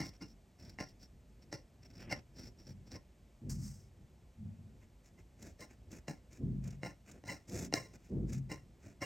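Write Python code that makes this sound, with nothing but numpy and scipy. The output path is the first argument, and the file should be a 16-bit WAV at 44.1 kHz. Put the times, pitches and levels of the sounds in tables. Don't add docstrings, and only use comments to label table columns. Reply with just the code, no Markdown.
import sys
import numpy as np
from scipy import signal
from scipy.fft import rfft, irfft, next_fast_len
from scipy.io import wavfile

SR = 44100
rng = np.random.default_rng(int(sys.argv[2]) if len(sys.argv) > 2 else 0)


def wrap_up_sound(samples):
    columns = np.atleast_2d(samples).T
    tamed = np.clip(columns, -1, 1)
    steps = np.round(tamed * 32767).astype(np.int16)
    wavfile.write(sys.argv[1], SR, steps)


N = 399096
SIZE = 2 * next_fast_len(N // 2 + SR // 2)
HZ = np.maximum(np.arange(SIZE // 2 + 1) * SR / SIZE, 1)
TIME = np.arange(N) / SR
AGE = TIME[:SR]
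LOW_BAND, PAD_BAND, NIB_BAND = (70, 250), (900, 3000), (4000, 9000)

# f/Hz, relative level/dB
AIR_SPECTRUM = [(400, 14.5), (620, 17.5), (1000, 8.5), (1500, 5), (2200, 6.5), (4000, 1), (8000, 1),
                (10000, -5.5), (12300, -2.5), (13500, -16.5)]
MURMUR_SPECTRUM = [(36, 0), (52, 9.5), (75, 3), (110, 2), (200, -4.5), (420, -13.5)]
SHEET_SPECTRUM = [(700, -10), (2000, -9.5), (3600, -19.5), (5200, 4.5), (8500, -1), (9500, -6.5),
                  (13000, -11), (15200, -13)]
SKIMMED_PAD_SPECTRUM = [(70, 22.5), (130, 19), (300, 15.5), (420, 8.5), (600, 6.5), (1100, -8.5),
                        (1400, -2), (2500, 0), (3300, -8.5), (5000, -76.5)]
NIB_SPECTRUM_WORD_1 = [(3300, -15.5), (4200, -11.5), (5000, -2), (5600, 4.5), (6400, -20), (7000, -11.5),
                       (8400, -19), (9200, -24), (10200, -20.5), (15200, -25)]
NIB_SPECTRUM_WORD_2 = [(3000, 0), (4300, -4), (5300, 6), (7200, 7), (8500, -3.5), (9300, -6.5), (10500, -3),
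                       (12000, -6.5), (13500, -17.5), (15200, -10.5)]
# f/Hz, bandwidth/Hz, relative level/dB
DESK_MODES_SHIFTING = [(53.4, 7.9, -7.5), (94.5, 20, -7.5), (135.5, 9.5, 0), (162, 110, -18),
                       (200.8, 21.2, -11.5)]
DESK_MODES_SETTLING = [(99.3, 11.2, 0), (153, 37, -13), (213, 22, -7.5)]
PEN_PAD_MODES = [(139, 92, 5), (298, 39, 10), (431.5, 54, -1.5), (555, 140, -3), (780, 150, -7),
                 (1049, 33, -8.5), (1402, 53, -8.5), (1830, 200, -7.5), (2086, 210, -5), (2786, 100, -8)]
NIB_MODES_WORD_1 = [(4300, 180, -16.5), (4570, 1140, -1), (5160, 330, 8), (5590, 320, 10), (7340, 310, -25),
                    (7850, 330, -7.5), (10000, 1400, -12), (14800, 3000, -23)]
NIB_MODES_WORD_2 = [(4030, 250, 4), (4540, 680, -62), (5470, 840, 7.5), (6960, 340, 2.5), (8240, 540, -0.5),
                    (9700, 570, -5), (11900, 720, -13), (15000, 1800, -12)]
# f/Hz, phase/rad
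PHASE_LEAD = [(20, 0), (850, .4), (1150, -.6), (1750, -.3), (2900, .5), (5000, .4), (6200, 0), (8650, 0),
              (9100, -1.5), (10150, -np.pi), (11800, -2 * np.pi), (12500, -2 * np.pi), (13650, -3 * np.pi),
              (15300, -4 * np.pi)]

# t/s, duration/s, rumble level/dB, rub level/dB, initial upper edge of the rub f/Hz
HAND_MOVES = [(2.654, 0.075, -49.5, -62, 200), (3.407, 0.24, -38, -52.5, 344),
              (6.379, 0.31, -36, -43.5, 300), (7.489, 0.14, -50.5, -50.5, 510),
              (8.087, 0.29, -37, -46.5, 447)]
# t/s, level/dB
SHEET_ENVELOPE = [(3.485, -87), (3.497, -44), (3.577, -63), (3.671, -53), (3.885, -79), (3.9, -92)]
# t/s, pad level/dB, nib level/dB
NIB_IMPACTS = [(0.786, -31, -47), (0.802, -32, -38), (0.809, -31, -49), (1.526, -26.5, -36),
               (2.917, -44.5, -40.5), (5.428, -42, -51), (6.081, -26, -36), (6.832, -25.5, -38.5),
               (6.859, -50, -44), (7.238, -41, -53), (7.725, -23.5, -36.5), (7.738, -16, -13.5),
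               (9.017, -33, -40)]
# t/s, level/dB
NIB_JERKS = [(.217, -63), (0.596, -62.5), (0.623, -64), (0.648, -62.5), (0.694, -55.5), (1.028, -59),
             (1.976, -60.5), (2.003, -61), (5.424, -57), (5.605, -55.5), (5.914, -59), (6.327, -64),
             (6.639, -62.5), (6.674, -59.5), (6.705, -62.5), (7.113, -59.5), (7.493, -58), (7.646, -51.5),
             (8.33, -55.5)]
# t/s, level/dB
NIB_SQUEAKS = [(2.127, -43.5), (4.831, -70), (5.187, -67), (5.622, -56), (6.87, -55.5), (7.295, -38.5),
               (7.776, -42.5), (8.522, -50), (9.03, -39.5)]
# t/s, duration/s, pad level/dB, nib level/dB, bass lift/dB
LIGHT_STROKES = [(0.032, 0.078, -68.5, -55.5, 6.5), (0.125, 0.05, -70.5, -69.5, -14),
                 (0.242, 0.1, -86, -70.5, 3.0), (0.577, 0.18, -71, -66.5, 6),
                 (0.852, 0.072, -91, -68.0, -4.0), (0.988, 0.081, -75.5, -66, -2),
                 (1.412, 0.036, -77, -73.5, -3), (1.82, 0.024, -72, -70, -12),
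                 (1.845, 0.03, -68.5, -65.5, -7.5), (1.895, 0.025, -71, -69, -3),
                 (1.927, 0.06, -71.5, -67.5, 4), (1.977, 0.09, -59.5, -63.5, -12),
                 (2.029, 0.088, -67.5, -87, 4), (2.147, 0.064, -67.5, -70, 1.5),
                 (2.339, 0.17, -67.5, -60.5, 3.5), (2.571, 0.081, -76.5, -69.5, 7.5),
                 (2.645, 0.091, -72, -65, 3.5), (2.856, 0.042, -74, -69, 3),
                 (2.893, 0.088, -65, -60.5, 4.5), (4.798, 0.066, -75.5, -81.5, -21),
                 (5.029, 0.075, -78, -74.5, -22), (5.172, 0.051, -73.5, -77, 0),
                 (5.377, 0.16, -65.5, -64.5, 2.5), (5.68, 0.078, -69, -75.5, -25),
                 (5.896, 0.11, -63.5, -64, 1), (6.298, 0.11, -70.5, -71, -7),
                 (6.611, 0.16, -69.0, -73.5, 3), (7.049, 0.078, -65, -69, -12),
                 (7.102, 0.11, -74, -79, 6.5), (7.468, 0.22, -57.5, -54.5, 2.5),
                 (7.929, 0.043, -64, -65, -0.5), (7.982, 0.16, -76, -76.5, -5),
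                 (8.264, 0.14, -64.5, -63, -17), (8.789, 0.17, -71, -73, 4.5)]
# t/s, rise/s, decay/(dB/s), pad level/dB, nib level/dB, bass lift/dB
PRESSED_STROKES = [ (-0.012, 0.016, 283, -45, -43, 0.5), (0.199, .026, 478, -55, -53.5, 3.5),
                   (0.779, .030, 310, -50, -49, 1), (1.511, 0.028, 382, -56, -49, 6),
                   (2.092, 0.031, 556, -39.5, -41.5, -8.5), (2.937, 0.013, 404, -60, -57, 6.5),
                   (5.577, 0.052, 470, -59, -55, 5.5), (6.068, 0.026, 326, -54.5, -53, 8),
                   (6.808, 0.06, 330, -50, -53.5, 1.5), (7.24, 0.073, 287, -49, -48, 0.5),
                   (7.716, 0.036, 196, -46.5, -45, 0), (8.488, 0.031, 293, -50, -52.5, 2),
                   (9.003, 0.028, 404, -43, -47.5, -7)]


def from_db(db):
    return 10 ** (np.asarray(db) / 20)


def drift(corner_hz):
    slow = irfft(rfft(rng.standard_normal(SIZE)) / (1 + (HZ / corner_hz) ** 2))[:N]
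    return slow / slow.std()


def spectrum(points):
    hz, db = np.transpose(points)
    skirts = np.minimum(np.minimum(HZ / hz[0], hz[-1] / HZ), 1) ** 4
    return from_db(np.interp(np.log(HZ), np.log(hz), db)) * skirts


def resonances(modes):
    power = sum(from_db(db) ** 2 / (1 + ((HZ ** 2 - hz ** 2) / (0.79 * HZ * width)) ** 2) ** 1.27
                for hz, width, db in modes)
    return np.sqrt(power / (1 + (HZ / (1.15 * modes[-1][0])) ** 12))


def response(gain, band):
    gain = gain / np.sqrt(np.mean(gain ** 2 * (HZ > band[0]) * (HZ < band[1])))
    cepstrum = irfft(np.log(gain + 1e-4))
    cepstrum[1:SIZE // 2] *= 2
    cepstrum[SIZE // 2 + 1:] = 0
    return np.exp(rfft(cepstrum))


def through(force, body):
    return irfft(rfft(force, SIZE) * body)[:N]


def superpose(starts, shapes, db):
    out = np.zeros(N + 3 * SR)
    for start, shape, gain in zip(starts, shapes, from_db(db)):
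        at = SR + int(start * SR)
        out[at:at + SR] += gain * shape
    return out[SR:SR + N]


def friction(per_s, size_db, tooth_db, tooth_hz):
    snaps = rng.random(N) < per_s / SR
    sizes = from_db(size_db * np.minimum(rng.exponential(1, N), 4)) * rng.choice([-1, 1], N)
    force = snaps * sizes * from_db(tooth_db * np.tanh(drift(tooth_hz)))
    return force / force.std()


def background(air_db, murmur_db, waver_db):
    air = through(rng.standard_normal(N), response(spectrum(AIR_SPECTRUM), NIB_BAND))
    unrest = from_db(murmur_db + waver_db * drift(5.5))
    murmur = through(rng.standard_normal(N) * unrest, response(spectrum(MURMUR_SPECTRUM), LOW_BAND))
    return from_db(air_db) * air + murmur


def room(sound, t60, wet_db, wall_hz, low_hz):
    tails = rng.standard_normal((2, N)) * from_db(-60 * TIME / t60) * (TIME > .004)
    tails /= np.sqrt(np.sum(tails ** 2, axis=1, keepdims=True))
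    walls = 1 / (1 + 1j * HZ / wall_hz) / (1 - 1j * low_hz / HZ)
    return from_db(wet_db) * np.array([through(sound, rfft(tail, SIZE) * walls) for tail in tails])


def drag(length_s, sag_db_per_s, attack_s=0.05, release_db_per_s=82):
    sag = sag_db_per_s * np.maximum(AGE - attack_s, 0)
    release = release_db_per_s * np.maximum(AGE - length_s, 0)
    return np.minimum(AGE / attack_s, 1) ** 1.02 * from_db(-sag - release)


def rubbing(lowest_hz=166.8, fall_octaves_per_s=3):
    starts, lengths, _, levels, edges = np.transpose(HAND_MOVES)
    moves = np.array([drag(length, sag_db_per_s=19) for length in lengths])
    edge_hz = edges[:, None] * 2 ** (-fall_octaves_per_s * AGE)
    step, out = 2 ** (1 / 3), 0
    for low in lowest_hz * step ** np.arange(8):
        bandpass = signal.butter(2, [low, low * step], "band", fs=SR, output="sos")
        band = signal.sosfilt(bandpass, rng.standard_normal(N))
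        out = out + band / band.std() * superpose(starts, moves / (1 + (low / edge_hz) ** 5.5), levels)
    return out


def hand(settle_at_s=4.345, settle_db=-44):
    starts, lengths, levels, _, _ = np.transpose(HAND_MOVES)
    shifting = superpose(starts, [drag(length, sag_db_per_s=26) for length in lengths], levels)
    settling = superpose([settle_at_s], [drag(length_s=.29, sag_db_per_s=33)], [settle_db])
    slips = friction(per_s=3700, size_db=-3.5, tooth_db=1.0, tooth_hz=29.7)
    rumble = through(slips * shifting, response(resonances(DESK_MODES_SHIFTING), LOW_BAND))
    settle = through(slips * settling, response(resonances(DESK_MODES_SETTLING), LOW_BAND))
    return rumble + rubbing() + settle


def sheet(gain_db):
    force = friction(per_s=26000, size_db=1.5, tooth_db=2.3, tooth_hz=60)
    speed = from_db(np.interp(TIME, *np.transpose(SHEET_ENVELOPE), left=-np.inf, right=-np.inf))
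    return from_db(gain_db) * through(force * speed, response(spectrum(SHEET_SPECTRUM), NIB_BAND))


def edge_reflection(force, echo, lag_s):
    lag = lag_s * (1 + .5 * np.tanh(drift(2.6)))
    return (force + echo * np.interp(TIME - lag, TIME, force)) / np.hypot(1, echo)


def on_pad(force, starts, speeds, pad_db, bass_db, body, shelf_hz=700):
    plain = superpose(starts, speeds, pad_db)
    lifted = superpose(starts, speeds, pad_db + bass_db)
    bass = through(force * (lifted - plain), body / (1 + 1j * HZ / shelf_hz))
    return through(force * plain, body) + bass


def on_nib(force, speed, first, second, second_word_s=4.0, hard_db=-46.5, bite=0.35):
    drive = force * speed
    hardness = speed / (speed + from_db(hard_db))
    drive = drive + bite * hardness * np.convolve(drive, [-1, 2, -1], "same")
    later = TIME > second_word_s
    first_word = through(drive * ~later, response(first, NIB_BAND))
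    return first_word + through(drive * later, response(second, NIB_BAND))


def ticks(pad, pad_db, nib_db, scuff, scuff_s, spread_s, low_hz=130):
    starts, knock_db, ring_db = np.transpose(NIB_IMPACTS)
    tapped_pad = pad / (1 - 1j * low_hz / HZ)
    nib = response(resonances(NIB_MODES_WORD_2) / (1 + (HZ / 8500) ** 4), NIB_BAND)
    delay_s = spread_s / np.sqrt(1 + HZ / 1000)
    chirp = np.exp(-2j * np.pi * np.cumsum(delay_s) * SR / SIZE)
    onsets, age = np.round(starts * SR).astype(int), TIME[:SR // 50]
    blows = (age == 0) + scuff * rng.standard_normal((len(starts), len(age))) * np.exp(-age / scuff_s)
    out = 0
    for body, levels in ((tapped_pad, knock_db + pad_db), (nib, ring_db + nib_db)):
        force = np.zeros(SIZE)
        for at, blow, db in zip(onsets, blows, levels):
            force[at:at + len(age)] += from_db(db) * blow / np.linalg.norm(blow)
        out = out + through(force, body * chirp / np.abs(irfft(body * chirp)).max())
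    return out


def jerks(peak_s, pad_db, nib_db):
    starts, levels = np.transpose(NIB_JERKS)
    spurt = AGE / peak_s * np.exp(1 - AGE / peak_s)
    force = friction(per_s=12000, size_db=1.0, tooth_db=1.0, tooth_hz=300)
    speed = superpose(starts, [spurt] * len(starts), levels)
    push = through(force * speed, response(spectrum(SKIMMED_PAD_SPECTRUM), PAD_BAND))
    hiss = on_nib(force, speed, spectrum(NIB_SPECTRUM_WORD_1), spectrum(NIB_SPECTRUM_WORD_2))
    return from_db(pad_db) * push + from_db(nib_db) * hiss


def squeaks(pad, slip_hz, jitter, width_s, nib_db):
    cycles = np.cumsum(slip_hz * (1 + jitter * drift(308))) / SR
    slips = np.diff(np.floor(cycles), prepend=0)
    nib = response(resonances(NIB_MODES_WORD_2), NIB_BAND)
    buzz = through(slips - slips.mean(), pad + from_db(nib_db) * nib)
    swells = sum(from_db(db) / np.cosh(np.clip((TIME - t) / width_s, -20, 20)) for t, db in NIB_SQUEAKS)
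    return buzz / buzz.std() * swells


def hairlines(pad_db, nib_db):
    starts, lengths, pads, nibs, basses = np.transpose(LIGHT_STROKES)
    arches = [np.sin(np.pi * np.minimum(AGE / length, 1)) for length in lengths]
    force = friction(per_s=5000, size_db=3.3, tooth_db=4.3, tooth_hz=70)
    pad = response(spectrum(SKIMMED_PAD_SPECTRUM), PAD_BAND)
    push = on_pad(force, starts, arches, pads + pad_db, basses, pad)
    speed = superpose(starts, arches, nibs + nib_db)
    return push + on_nib(force, speed, spectrum(NIB_SPECTRUM_WORD_1), spectrum(NIB_SPECTRUM_WORD_2))


def downstrokes(pad, pad_db, nib_db, rise_power=1.37):
    starts, rises, decays, pads, nibs, basses = np.transpose(PRESSED_STROKES)
    surges = [np.minimum(AGE / rise, 1) ** rise_power * from_db(-decay * np.maximum(AGE - rise, 0))
              for rise, decay in zip(rises, decays)]
    force = friction(per_s=9000, size_db=4.5, tooth_db=4.0, tooth_hz=173)
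    force = edge_reflection(force, echo=0.54, lag_s=0.0014)
    rasp = on_pad(force, starts, surges, pads + pad_db, basses, pad)
    speed = superpose(starts, surges, nibs + nib_db)
    return rasp + on_nib(force, speed, resonances(NIB_MODES_WORD_1), resonances(NIB_MODES_WORD_2))


def scene():
    pad = response(resonances(PEN_PAD_MODES), PAD_BAND)
    pen = ticks(pad, pad_db=-3.5, nib_db=-1.0, scuff=0.14, scuff_s=0.0012, spread_s=0.00199)
    pen += downstrokes(pad, pad_db=-0.24, nib_db=-1.03)
    pen += hairlines(pad_db=-0.8, nib_db=1.3)
    pen += jerks(peak_s=0.0032, pad_db=-10.5, nib_db=1.4)
    pen += squeaks(pad, slip_hz=1029, jitter=0.046, width_s=0.00474, nib_db=-20)
    direct = pen + hand() + sheet(gain_db=-4.0) + background(air_db=-82.5, murmur_db=-64.5, waver_db=2.0)
    return direct + room(direct, t60=0.16, wet_db=-8, wall_hz=1790, low_hz=200)


def record(dry):
    phase = np.interp(HZ, *np.transpose(PHASE_LEAD))
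    wide = np.array([through(channel, np.exp(.5j * side * phase)) for channel, side in zip(dry, (1, -1))])
    lowpass = signal.ellip(10, .2, 80, 15900, fs=SR, output="sos")
    return signal.sosfilt(lowpass, wide)


dry = scene()
out = record(dry)
wrap_up_sound(out)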